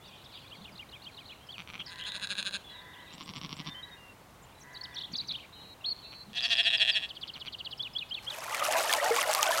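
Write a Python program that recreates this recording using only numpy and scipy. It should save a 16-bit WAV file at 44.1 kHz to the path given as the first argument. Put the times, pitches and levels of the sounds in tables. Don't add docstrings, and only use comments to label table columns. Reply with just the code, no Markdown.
import sys
import numpy as np
from scipy import signal
from scipy.fft import rfft, irfft
from scipy.io import wavfile

SR = 44100
rng = np.random.default_rng(int(sys.argv[2]) if len(sys.argv) > 2 else 0)


def unload_audio(sound):
    columns = np.transpose(np.atleast_2d(sound))
    steps = np.round(np.clip(columns, -1, 1) * 32767)
    wavfile.write(sys.argv[1], SR, steps.astype(np.int16))


N = 423360
TIME = np.arange(N) / SR
STREAM_START_S = 8.15


def from_db(db):
    return 10 ** (np.asarray(db) / 20)


def rms_one(x):
    return x / np.sqrt(np.mean(x ** 2) + 1e-20)


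def add(out, s, sound):
    i = int(np.clip(s * SR, 0, N))
    out[i:i + len(sound)] += sound[:N - i]


def seconds(length):
    return np.arange(int(length * SR)) / SR


def sine(hz):
    return np.sin(2 * np.pi * np.cumsum(hz) / SR)


def drift(rate, size=N):
    return np.interp(np.arange(size) / SR * rate, np.arange(4096), rng.standard_normal(4096))


def colour(x, spectrum):
    hz, db = np.transpose(spectrum)
    bins = np.maximum(np.fft.rfftfreq(N, 1 / SR), 1)
    return irfft(rfft(x) * from_db(np.interp(np.log(bins), np.log(hz), db)), N)


def resonance(x, hz, width):
    r = np.exp(-np.pi * width / SR)
    gain = (1 - r * r) / 2
    return signal.lfilter([gain, 0, -gain], [1, -2 * r * np.cos(2 * np.pi * hz / SR), r * r], x + 1e-18)


def noise_bursts(clicks, fade_s):
    envelope = signal.lfilter([1], [1, -np.exp(-1 / (fade_s * SR))], clicks + 1e-18)
    return envelope * rng.standard_normal(N)


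def open_air(x, wet_db, t60):
    t = seconds(.6)
    tail = rng.standard_normal(len(t)) * from_db(-60 * t / t60) * (1 - np.exp(-t / 0.014))
    return x + from_db(wet_db) * signal.fftconvolve(x, tail / np.sqrt(np.sum(tail ** 2)))[:N]


# f/Hz, relative level/dB
AIR_SPECTRUM = [(15, -47), (25, -16.5), (55, -5.5), (126, -2.5), (160, -5.5), (183, -7), (389, -11.5),
                (631, -11), (741, -10.5), (1110, -11), (1200, -13.5), (1710, -18), (2170, -18.5),
                (4870, -27), (7100, -28.5), (15500, -32.5)]


def moor_air(level_db=-55, dip_db=-4):
    hush = rms_one(colour(rng.standard_normal(N), AIR_SPECTRUM))
    return from_db(level_db + np.interp(TIME, [8.2, 8.8], [0, dip_db])) * hush


def warble(size, hz):
    rate = hz * np.exp(.4 * drift(70, size))
    depth = 1 + .35 * drift(90, size)
    grit = .4 * drift(450, size)
    return depth * sine(rate) + grit


def whistles(notes, warble_hz=70, flutter_db=3.5, attack_s=0.0049, release_s=0.0057):
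    out = np.zeros(N)
    for start, length, first_hz, middle_hz, last_hz, db, depth_hz in notes:
        t = seconds(length)
        glide = np.polyval(np.polyfit([0, .5, 1], [first_hz, middle_hz, last_hz], 2), t / length)
        pitch = glide + depth_hz * warble(len(t), warble_hz)
        level = from_db(db + flutter_db * drift(133, len(t)))
        envelope = np.minimum(t / attack_s, 1) * np.minimum((length - t) / release_s, 1)
        add(out, start, np.sqrt(2) * level * envelope * sine(pitch))
    return out


# t/s, level/dB
CHORUS_LEVELS = [(0, -61), (1, -61), (3, -60), (4.2, -75.5), (5, -56.5), (6.3, -63.5), (8.2, -69)]


def far_birds(spread_db=3, pitch_hz=3400, count=220):
    notes = []
    for when, length, height, bend, slope, loud in rng.random((count, 6)):
        start = 8.2 * when ** 1.4
        hz = pitch_hz * 2 ** (.7 * (height - .5))
        glide = hz * (.75 + .5 * slope), hz * (.9 + .2 * bend), hz * (1.25 - .5 * slope)
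        db = np.interp(start, *np.transpose(CHORUS_LEVELS)) + spread_db * (2 * loud - 1)
        notes.append((start, .02 + 0.049 * length, *glide, db, 70))
    return whistles(notes)


def throat(pulses, modes, top_hz):
    bins = np.fft.rfftfreq(4096, 1 / SR)
    power = sum(from_db(2 * db) / (1 + ((bins - hz) / width) ** 2) ** 2.6 for hz, width, db in modes)
    power = power / (1 + (bins / top_hz) ** 16) + 1e-9
    cepstrum = irfft(np.log(power))
    ring = irfft(np.exp(rfft(cepstrum * (np.arange(len(cepstrum)) < len(bins)))))
    ring /= np.sqrt(np.sum(ring ** 2) * 200 / SR)
    return signal.fftconvolve(pulses, ring)[:N]


# f/Hz, width/Hz, level/dB
FAR_SHEEP_THROAT = [(994, 71, 0.56), (1660, 150, 0.56), (1970, 92, 6.2)]
# t/s, level/dB
FAR_SHEEP_CALLS = [(1.85, -52.5), (2.69, -54.5), (3.59, -56), (4.62, -54)]


def far_sheep(waver=.016, length_s=0.42, pitch_hz=147, scoop_hz=16, scoop_s=.05, sag_hz=17,
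              attack_s=0.021, release_s=0.074):
    out, t = np.zeros(N), seconds(length_s)
    pitch = pitch_hz - scoop_hz * np.exp(-t / scoop_s) - sag_hz * (t / length_s) ** 2
    envelope = np.minimum(t / attack_s, 1) * np.minimum((length_s - t) / release_s, 1)
    for start, db in FAR_SHEEP_CALLS:
        cycles = np.cumsum(pitch * (1 + waver * drift(90, len(t)))) / SR
        pulses = np.diff(np.floor(cycles), prepend=0)
        add(out, start, pulses * from_db(db) * envelope)
    return throat(out, FAR_SHEEP_THROAT, top_hz=2480)


def bubble(hz, t60, rise):
    t = seconds(t60)
    return sine(hz * (1 + rise * t / t60)) * from_db(-60 * t / t60) * (1 - np.exp(-t * hz))


def bubbling(low_hz, high_hz, cycles, rise, spread_db, count):
    out = np.zeros(N)
    for when, size, loud, life in rng.random((count, 4)):
        start = STREAM_START_S + when * (N / SR - STREAM_START_S)
        hz = low_hz * (high_hz / low_hz) ** size
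        strength = hz * from_db(spread_db * min(-np.log(1 - loud), 4))
        add(out, start, strength * bubble(hz, cycles * (.5 + life) / hz, rise * life))
    return out / np.std(out[int(STREAM_START_S * SR):]) * np.sqrt(2 * (high_hz - low_hz) / SR)


def droplets(per_s=500, spread_db=5, fade_s=0.00085):
    sizes = from_db(spread_db * np.minimum(rng.exponential(1, N), 4))
    ticks = noise_bursts(sizes * (rng.random(N) < per_s / SR), fade_s)
    return rms_one(signal.sosfilt(signal.butter(2, 2000, "high", fs=SR, output="sos"), ticks))


# f/Hz, relative level/dB
STREAM_SPECTRUM = [(150, -49), (250, -12), (436, -11), (616, -2), (934, -6), (1250, -5.5), (1470, -8),
                   (1780, -9.5), (2740, -11), (3200, -14.5), (4010, -15.5), (4770, -15.5), (6640, -17),
                   (13100, -22.5), (15800, -32)]


def stream(level_db=-30, fade_in_s=0.55, surge_db=3, low_cut_hz=250):
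    gurgles = from_db(-3) * bubbling(502.8, 2212, cycles=94, rise=0.23, spread_db=3, count=140)
    bubbles = from_db(-3) * bubbling(445.7, 3570, cycles=30, rise=0.22, spread_db=4, count=1200)
    spray = from_db(-4) * bubbling(2870, 14700, cycles=18, rise=0.1, spread_db=4.2, count=2000)
    surge = from_db(surge_db * drift(70))
    drops = from_db(-6) * droplets()
    rush = from_db(-9) * rng.standard_normal(N)
    water = colour(gurgles + bubbles + surge * (spray + drops + rush), STREAM_SPECTRUM)
    water = signal.sosfilt(signal.butter(3, low_cut_hz, "high", fs=SR, output="sos"), water)
    fade = np.clip((TIME - STREAM_START_S) / fade_in_s, 0, 1) ** 1.5
    return water / np.std(water[int(STREAM_START_S * SR):]) * from_db(level_db) * fade


# t/s, level/dB, f/Hz
BIG_DROPS = [(8.5462, -16.5, 2260), (8.5996, -22, 2920), (8.7904, -24, 2610), (8.9279, -10, 3220),
             (8.9368, -10, 4670), (8.948, -18, 2900), (9.2287, -17, 2040), (9.338, -14.5, 5670),
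             (9.3492, -12, 4800), (9.4294, -7.5, 3080)]


def splashes(slap_s=0.00052, slap_db=1.5, ring_db=-2, cycles=30):
    out, t = np.zeros(N), seconds(.02)
    for start, db, hz in BIG_DROPS:
        slap = resonance(rng.standard_normal(len(t)) * np.exp(-t / slap_s), hz=4600, width=7000)
        add(out, start, from_db(db + slap_db) * slap)
        add(out, start, from_db(db + ring_db) * bubble(hz, cycles / hz, rise=0.13))
    return out


# t/s, level/dB, f/Hz
AIR_POCKETS = [(8.623, -16.5, 1210), (8.75, -21, 641), (8.805, -27, 576), (8.937, -20, 1020),
               (9.107, -17.5, 456), (9.185, -16.5, 1080), (9.29, -20, 613), (9.49, -18, 656),
               (9.507, -17.5, 970)]


def gulps():
    out = np.zeros(N)
    for start, db, hz in AIR_POCKETS:
        add(out, start, from_db(db) * bubble(hz, t60=0.079 * (700 / hz) ** 1.66, rise=0.13))
    return out


def song(syllable, phrases, hurry=0, vary=0.01, warble_hz=70, attack_s=0.0069, release_s=0.0051):
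    notes = []
    for first, last, count, first_pitch, last_pitch, first_db, last_db in phrases:
        for along in np.linspace(0, 1, round(count)):
            start = first + (last - first) * (along + hurry * along * (1 - along ** 2))
            pitch = first_pitch + (last_pitch - first_pitch) * along
            pitch *= 1 + vary * rng.standard_normal()
            db = first_db + (last_db - first_db) * along
            for delay, length, *glide, note_db, depth_hz in syllable:
                notes.append((start + delay, length, *(pitch * np.array(glide)), db + note_db, depth_hz))
    return whistles(notes, warble_hz=warble_hz, attack_s=attack_s, release_s=release_s)


# delay/s, length/s, first f/Hz, middle f/Hz, last f/Hz, level/dB, warble depth/Hz
LILT_SYLLABLE = [(.003, 0.0165, 3310, 4010, 4400, -9.5, 0), (.026, 0.023, 5000, 3900, 3280, -10.5, 0),
                 (.042, .029, 2700, 3054, 3500, -5, 56), (.066, 0.025, 2600, 2420, 2075, -12, -7)]
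TRILL_SYLLABLE = [(.001, 0.0228, 4410, 4020, 3720, -7.5, 530), (.017, 0.0195, 3630, 3053, 2640, -1.5, 50)]
FLOURISH_SYLLABLE = [(0, 0.021, 4300, 5120, 3000, -17.5, 100), (.02, 0.0294, 2766, 3270, 3300, -1, 44),
                     (.05, 0.02, 4950, 3820, 3400, -2.5, 9), (.07, .036, 3300, 2850, 2250, -6, 92)]
SLUR_SYLLABLE = [(0, 0.042, 5340, 4600, 4500, 0.5, 0.0053), (.04, 0.026, 5230, 5350, 5300, -8, 0)]
SCOOP_SYLLABLE = [(-.008, 0.0114, 4730, 5800, 6100, -1, 200), (0, .047, 5700, 3520, 4460, 0.5, 265)]
SEEP_SYLLABLE = [(0, .035, 7850, 8400, 9800, 0, 150)]
# first t/s, last t/s, syllables, first pitch ratio, last pitch ratio, first level/dB, last level/dB
LILT_PHRASES = [(0.469, 1.25, 7, 0.98, 1.01, -41, -40.5)]
TRILL_PHRASES = [(0.07, 0.237, 3, 1.4, 1.2, -61, -51.5), (7.085, 7.705, 11, 1.033, 1.01, -38, -37.5)]
FLOURISH_PHRASES = [(1.466, 1.467, 1, 0.99, 1.05, -44, -42), (7.773, 8.245, 4, 1.03, .975, -33.5, -36)]
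SLUR_PHRASES = [(6.421, 6.565, 2, 0.98, 1, -38.5, -41), (6.629, 6.911, 3, 1.01, 1, -41.5, -39)]
SCOOP_PHRASES = [(4.41, 4.595, 2, 2, 1.65, -66, -55), (4.736, 4.735, 1, 1.13, 1.09, -46, -47),
                 (4.95, 5.015, 3, 1.01, 0.98, -37, -44.5), (5.126, 5.172, 2, 1.1, 1.1, -37.5, -34),
                 (5.279, 5.413, 4, 1.03, .62, -35.5, -54.5), (6.36, 6.497, 2, 1.02, 1.08, -36, -34.5)]
SEEP_PHRASES = [(3.128, 3.552, 4, 0.92, 0.91, -57.5, -62)]


def bird_songs():
    return (song(LILT_SYLLABLE, LILT_PHRASES, hurry=.083)
            + song(TRILL_SYLLABLE, TRILL_PHRASES, warble_hz=166.5)
            + song(FLOURISH_SYLLABLE, FLOURISH_PHRASES, attack_s=0.007)
            + song(SLUR_SYLLABLE, SLUR_PHRASES)
            + song(SCOOP_SYLLABLE, SCOOP_PHRASES, warble_hz=84.7, attack_s=0.021, release_s=0.0071)
            + song(SEEP_SYLLABLE, SEEP_PHRASES, hurry=-0.33))


# t/s, length/s, first f/Hz, last f/Hz, level/dB, warble depth/Hz
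BIRD_SLIDES = [(0.332, 0.069, 3950, 2900, -52, 392), (1.791, 0.038, 3150, 3000, -41, 200),
               (1.858, .05, 5100, 4240, -46, 450), (1.993, .15, 2880, 3950, -44, 200),
               (2.639, 0.1, 3460, 3350, -51.5, 53), (2.689, 0.13, 4020, 3700, -51.5, 100),
               (3.666, .077, 3545, 3620, -49, 30), (3.741, 0.074, 3030, 3180, -49.5, 30),
               (3.825, .037, 3780, 3940, -48.5, 0), (3.908, 0.053, 3760, 3690, -54.5, 0),
               (3.964, .17, 2840, 2720, -58.5, 0), (4.809, 0.015, 4300, 4500, -38, 200),
               (4.833, 0.032, 5700, 2580, -40.5, 100), (5.84, 0.027, 2800, 4600, -35.5, -2),
               (5.86, 0.041, 4280, 4320, -32, 64), (5.899, 0.034, 4500, 4220, -30.5, 100),
               (6.671, 0.049, 3930, 3710, -33.5, -2), (8.146, 0.12, 4435, 4120, -57.5, 0)]
# t/s, length/s, lower f/Hz, level/dB
BIRD_DOUBLES = [(2.747, 0.21, 3440, -63), (5.524, 0.22, 3900, -56), (6.022, 0.221, 4090, -52.5)]


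def bird_calls(upper_ratio=1.075, upper_db=-2, rise=0.0394):
    notes = [(start, length, first, (first + last) / 2, last, db, depth_hz)
             for start, length, first, last, db, depth_hz in BIRD_SLIDES]
    for start, length, lower_hz, db in BIRD_DOUBLES:
        for hz, voice_db in (lower_hz, db), (lower_hz * upper_ratio, db + upper_db):
            notes.append((start, length, hz * (1 - rise), hz, hz, voice_db, 25))
    return whistles(notes, warble_hz=112.2, attack_s=0.0072, release_s=0.01)


def throbs(bleats, sag_hz_per_s, attack_s, release_s, open_s, shut_s, creak_db, limp_db, uneven_db=1):
    rows = []
    for first, last, count, first_hz, db, soft_start_db, soft_end_db in bleats:
        for k, peak in enumerate(np.linspace(first, last, round(count))):
            timing, strength = rng.standard_normal(2)
            start = peak - open_s * (1 + .05 * timing)
            hz = first_hz - sag_hz_per_s * (peak - first)
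            effort_db = db - soft_start_db * np.exp((first - peak) / attack_s)
            effort_db -= soft_end_db * np.exp((peak - last) / release_s)
            peak_db = effort_db + uneven_db * strength
            opening_db = effort_db + creak_db - limp_db * (-1) ** k
            rows.append((start, peak, peak + shut_s, hz, peak_db, opening_db))
    return rows


def bleat(plan, modes, top_hz, creak_hz, creak_fall_db, swell_s, close_db, jitter, shimmer_db, rasp):
    pulses = np.zeros(N)
    for start, peak, end, hz, peak_db, opening_db in plan:
        s = start
        for k, (timing, strength) in enumerate(rng.standard_normal((40, 2))):
            if s > end:
                break
            from_peak = (peak - s) / swell_s if s < peak else (s - peak) / max(end - peak, 1e-3)
            voiced_db = peak_db - close_db * from_peak ** 2
            creaky_db = opening_db - creak_fall_db * k
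            pulses[int(s * SR)] += from_db(max(voiced_db, creaky_db) + shimmer_db * strength)
            s += (1 + jitter * timing) / (creak_hz if creaky_db > voiced_db else hz)
    breath = rms_one(noise_bursts(pulses, fade_s=0.0021))
    return throat(pulses + rasp * np.std(pulses) * breath, modes, top_hz)


# first t/s, last t/s, throbs, f/Hz, level/dB, softer start/dB, softer end/dB
MURMUR_BLEATS = [(.615, .85, 3, 198, -55.5, 0, 10), (5.135, 5.315, 3, 160.6, -53.5, 0.0098, 3),
                 (5.63, 5.63, 1, 174, -61, 0, 0), (6.30, 6.30, 1, 199.7, -52.5, 0, 1)]
# f/Hz, width/Hz, level/dB
NOSE_RINGS = [(173, 65, 0), (213, 110, -4)]


def murmur():
    plan = throbs(MURMUR_BLEATS, sag_hz_per_s=7, attack_s=.1, release_s=.08,
                  open_s=.04, shut_s=0.024, creak_db=-12, limp_db=0)
    return bleat(plan, NOSE_RINGS, top_hz=600, creak_hz=117.4, creak_fall_db=1.5,
                 swell_s=0.036, close_db=9, jitter=0.11, shimmer_db=2, rasp=1.0)


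# first t/s, last t/s, throbs, f/Hz, level/dB, softer start/dB, softer end/dB
MUTTER_BLEATS = [(1.606, 1.606, 1, 186, -46.5, -3.5, 0), (1.70, 1.803, 3, 170.5, -38.5, 9.5, 0),
                 (5.142, 5.318, 3, 151, -50, 6, 2), (6.135, 6.135, 1, 141, -48.5, 3.5, 0),
                 (7.262, 7.475, 3, 140, -40, 14, 0.64)]
# f/Hz, width/Hz, level/dB
MUTTER_RINGS = [(174, 100, 3), (600, 170, -19.5), (1200, 410, -3.5), (1510, 160, -8.5), (2370, 300, 3.5),
                (3020, 920, -0.5), (4600, 590, -25), (5870, 330, -11)]


def mutter():
    plan = throbs(MUTTER_BLEATS, sag_hz_per_s=20, attack_s=0.11, release_s=.06,
                  open_s=.024, shut_s=0.019, creak_db=-5.5, limp_db=-2)
    return bleat(plan, MUTTER_RINGS, top_hz=6540, creak_hz=94.5, creak_fall_db=7,
                 swell_s=0.029, close_db=18, jitter=.1, shimmer_db=3.5, rasp=0.35)


# first t/s, last t/s, throbs, f/Hz, level/dB, softer start/dB, softer end/dB
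EWE_BLEATS = [(3.139, 3.678, 8, 162.4, -40, 8.9, 0.83)]
# f/Hz, width/Hz, level/dB
EWE_RINGS = [(177, 57, 2), (287, 58, -2), (1090, 170, -1.5), (2190, 230, -7.5), (3170, 750, -4),
             (4540, 1400, -10.5), (5590, 160, -4)]


def ewe(mouth_db=-1, nose_db=-5):
    plan = throbs(EWE_BLEATS, sag_hz_per_s=20, attack_s=0.15, release_s=.06,
                  open_s=.032, shut_s=0.024, creak_db=-5, limp_db=0.5)
    mouth = bleat(plan, EWE_RINGS, top_hz=5900, creak_hz=133.8, creak_fall_db=9,
                  swell_s=0.029, close_db=17, jitter=.1, shimmer_db=2.6, rasp=0.44)
    nose = bleat(plan, NOSE_RINGS, top_hz=600, creak_hz=136.7, creak_fall_db=9,
                 swell_s=0.0149, close_db=17, jitter=.2, shimmer_db=-3, rasp=0.49)
    return from_db(mouth_db) * mouth + from_db(nose_db) * nose


# first t/s, last t/s, throbs, f/Hz, level/dB, softer start/dB, softer end/dB
YOUNG_BLEATS = [(1.925, 2.003, 2, 179.3, -44, 1.8, 0), (2.082, 2.553, 7, 207, -33.5, 4.1, 0.093)]
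# f/Hz, width/Hz, level/dB
YOUNG_RINGS = [(178, 74, -5), (553, 94, -8), (1180, 300, -10.5), (1595, 140, 6), (2645, 310, 3.5),
               (3440, 180, 5), (3900, 250, 8), (4220, 220, 3), (4980, 310, -8), (6740, 450, -6.5),
               (8600, 820, -16), (9630, 1070, -11.5)]


def young_sheep():
    plan = throbs(YOUNG_BLEATS, sag_hz_per_s=20, attack_s=0.23, release_s=.085,
                  open_s=.043, shut_s=0.022, creak_db=-5, limp_db=3)
    return bleat(plan, YOUNG_RINGS, top_hz=10500, creak_hz=109, creak_fall_db=15,
                 swell_s=0.033, close_db=17, jitter=.04, shimmer_db=1.5, rasp=0.61)


# first t/s, last t/s, throbs, f/Hz, level/dB, softer start/dB, softer end/dB
LAMB_BLEATS = [(6.381, 7.045, 10, 234, -21, 12, 12)]
# f/Hz, width/Hz, level/dB
LAMB_RINGS = [(701, 107, -8), (1810, 165, 1), (2706, 253, 7), (3333, 164, 11.5), (3910, 330, 0),
              (5350, 510, -17), (6740, 660, -24.5), (7780, 170, -19), (8830, 200, -22.5), (9700, 1300, -30)]
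LAMB_MOUTH_RINGS = [(1310, 410, 0), (4700, 600, 11.5), (5830, 410, 4), (6770, 580, -5), (10300, 1800, -16)]


def lamb(voice_db=-1, hoarse_db=-14):
    plan = throbs(LAMB_BLEATS, sag_hz_per_s=42, attack_s=.11, release_s=.055,
                  open_s=.047, shut_s=.019, creak_db=-8, limp_db=3, uneven_db=.6)
    folds = dict(creak_hz=125, creak_fall_db=1.5, swell_s=.036, close_db=16, jitter=.03, shimmer_db=1)
    voice = bleat(plan, LAMB_RINGS, top_hz=12000, rasp=.18, **folds)
    hiss = bleat(plan[:3], LAMB_MOUTH_RINGS, top_hz=13000, rasp=0.55, **folds)
    return from_db(voice_db) * voice + from_db(hoarse_db) * hiss


def scene():
    flock = murmur() + mutter() + ewe() + young_sheep() + lamb()
    near = open_air(flock, wet_db=-19.5, t60=0.47)
    near += open_air(bird_songs() + bird_calls(), wet_db=-16.5, t60=0.53)
    far = open_air(far_sheep(), wet_db=-2.5, t60=0.57)
    far += from_db(-3) * open_air(far_birds(), wet_db=-3.5, t60=0.6)
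    water = stream() + splashes() + gulps()
    return (moor_air() + far + water + near)[None]


def record(dry):
    return signal.sosfilt(signal.ellip(10, .1, 70, 15900, fs=SR, output="sos"), dry)


dry = scene()
out = record(dry)
unload_audio(out)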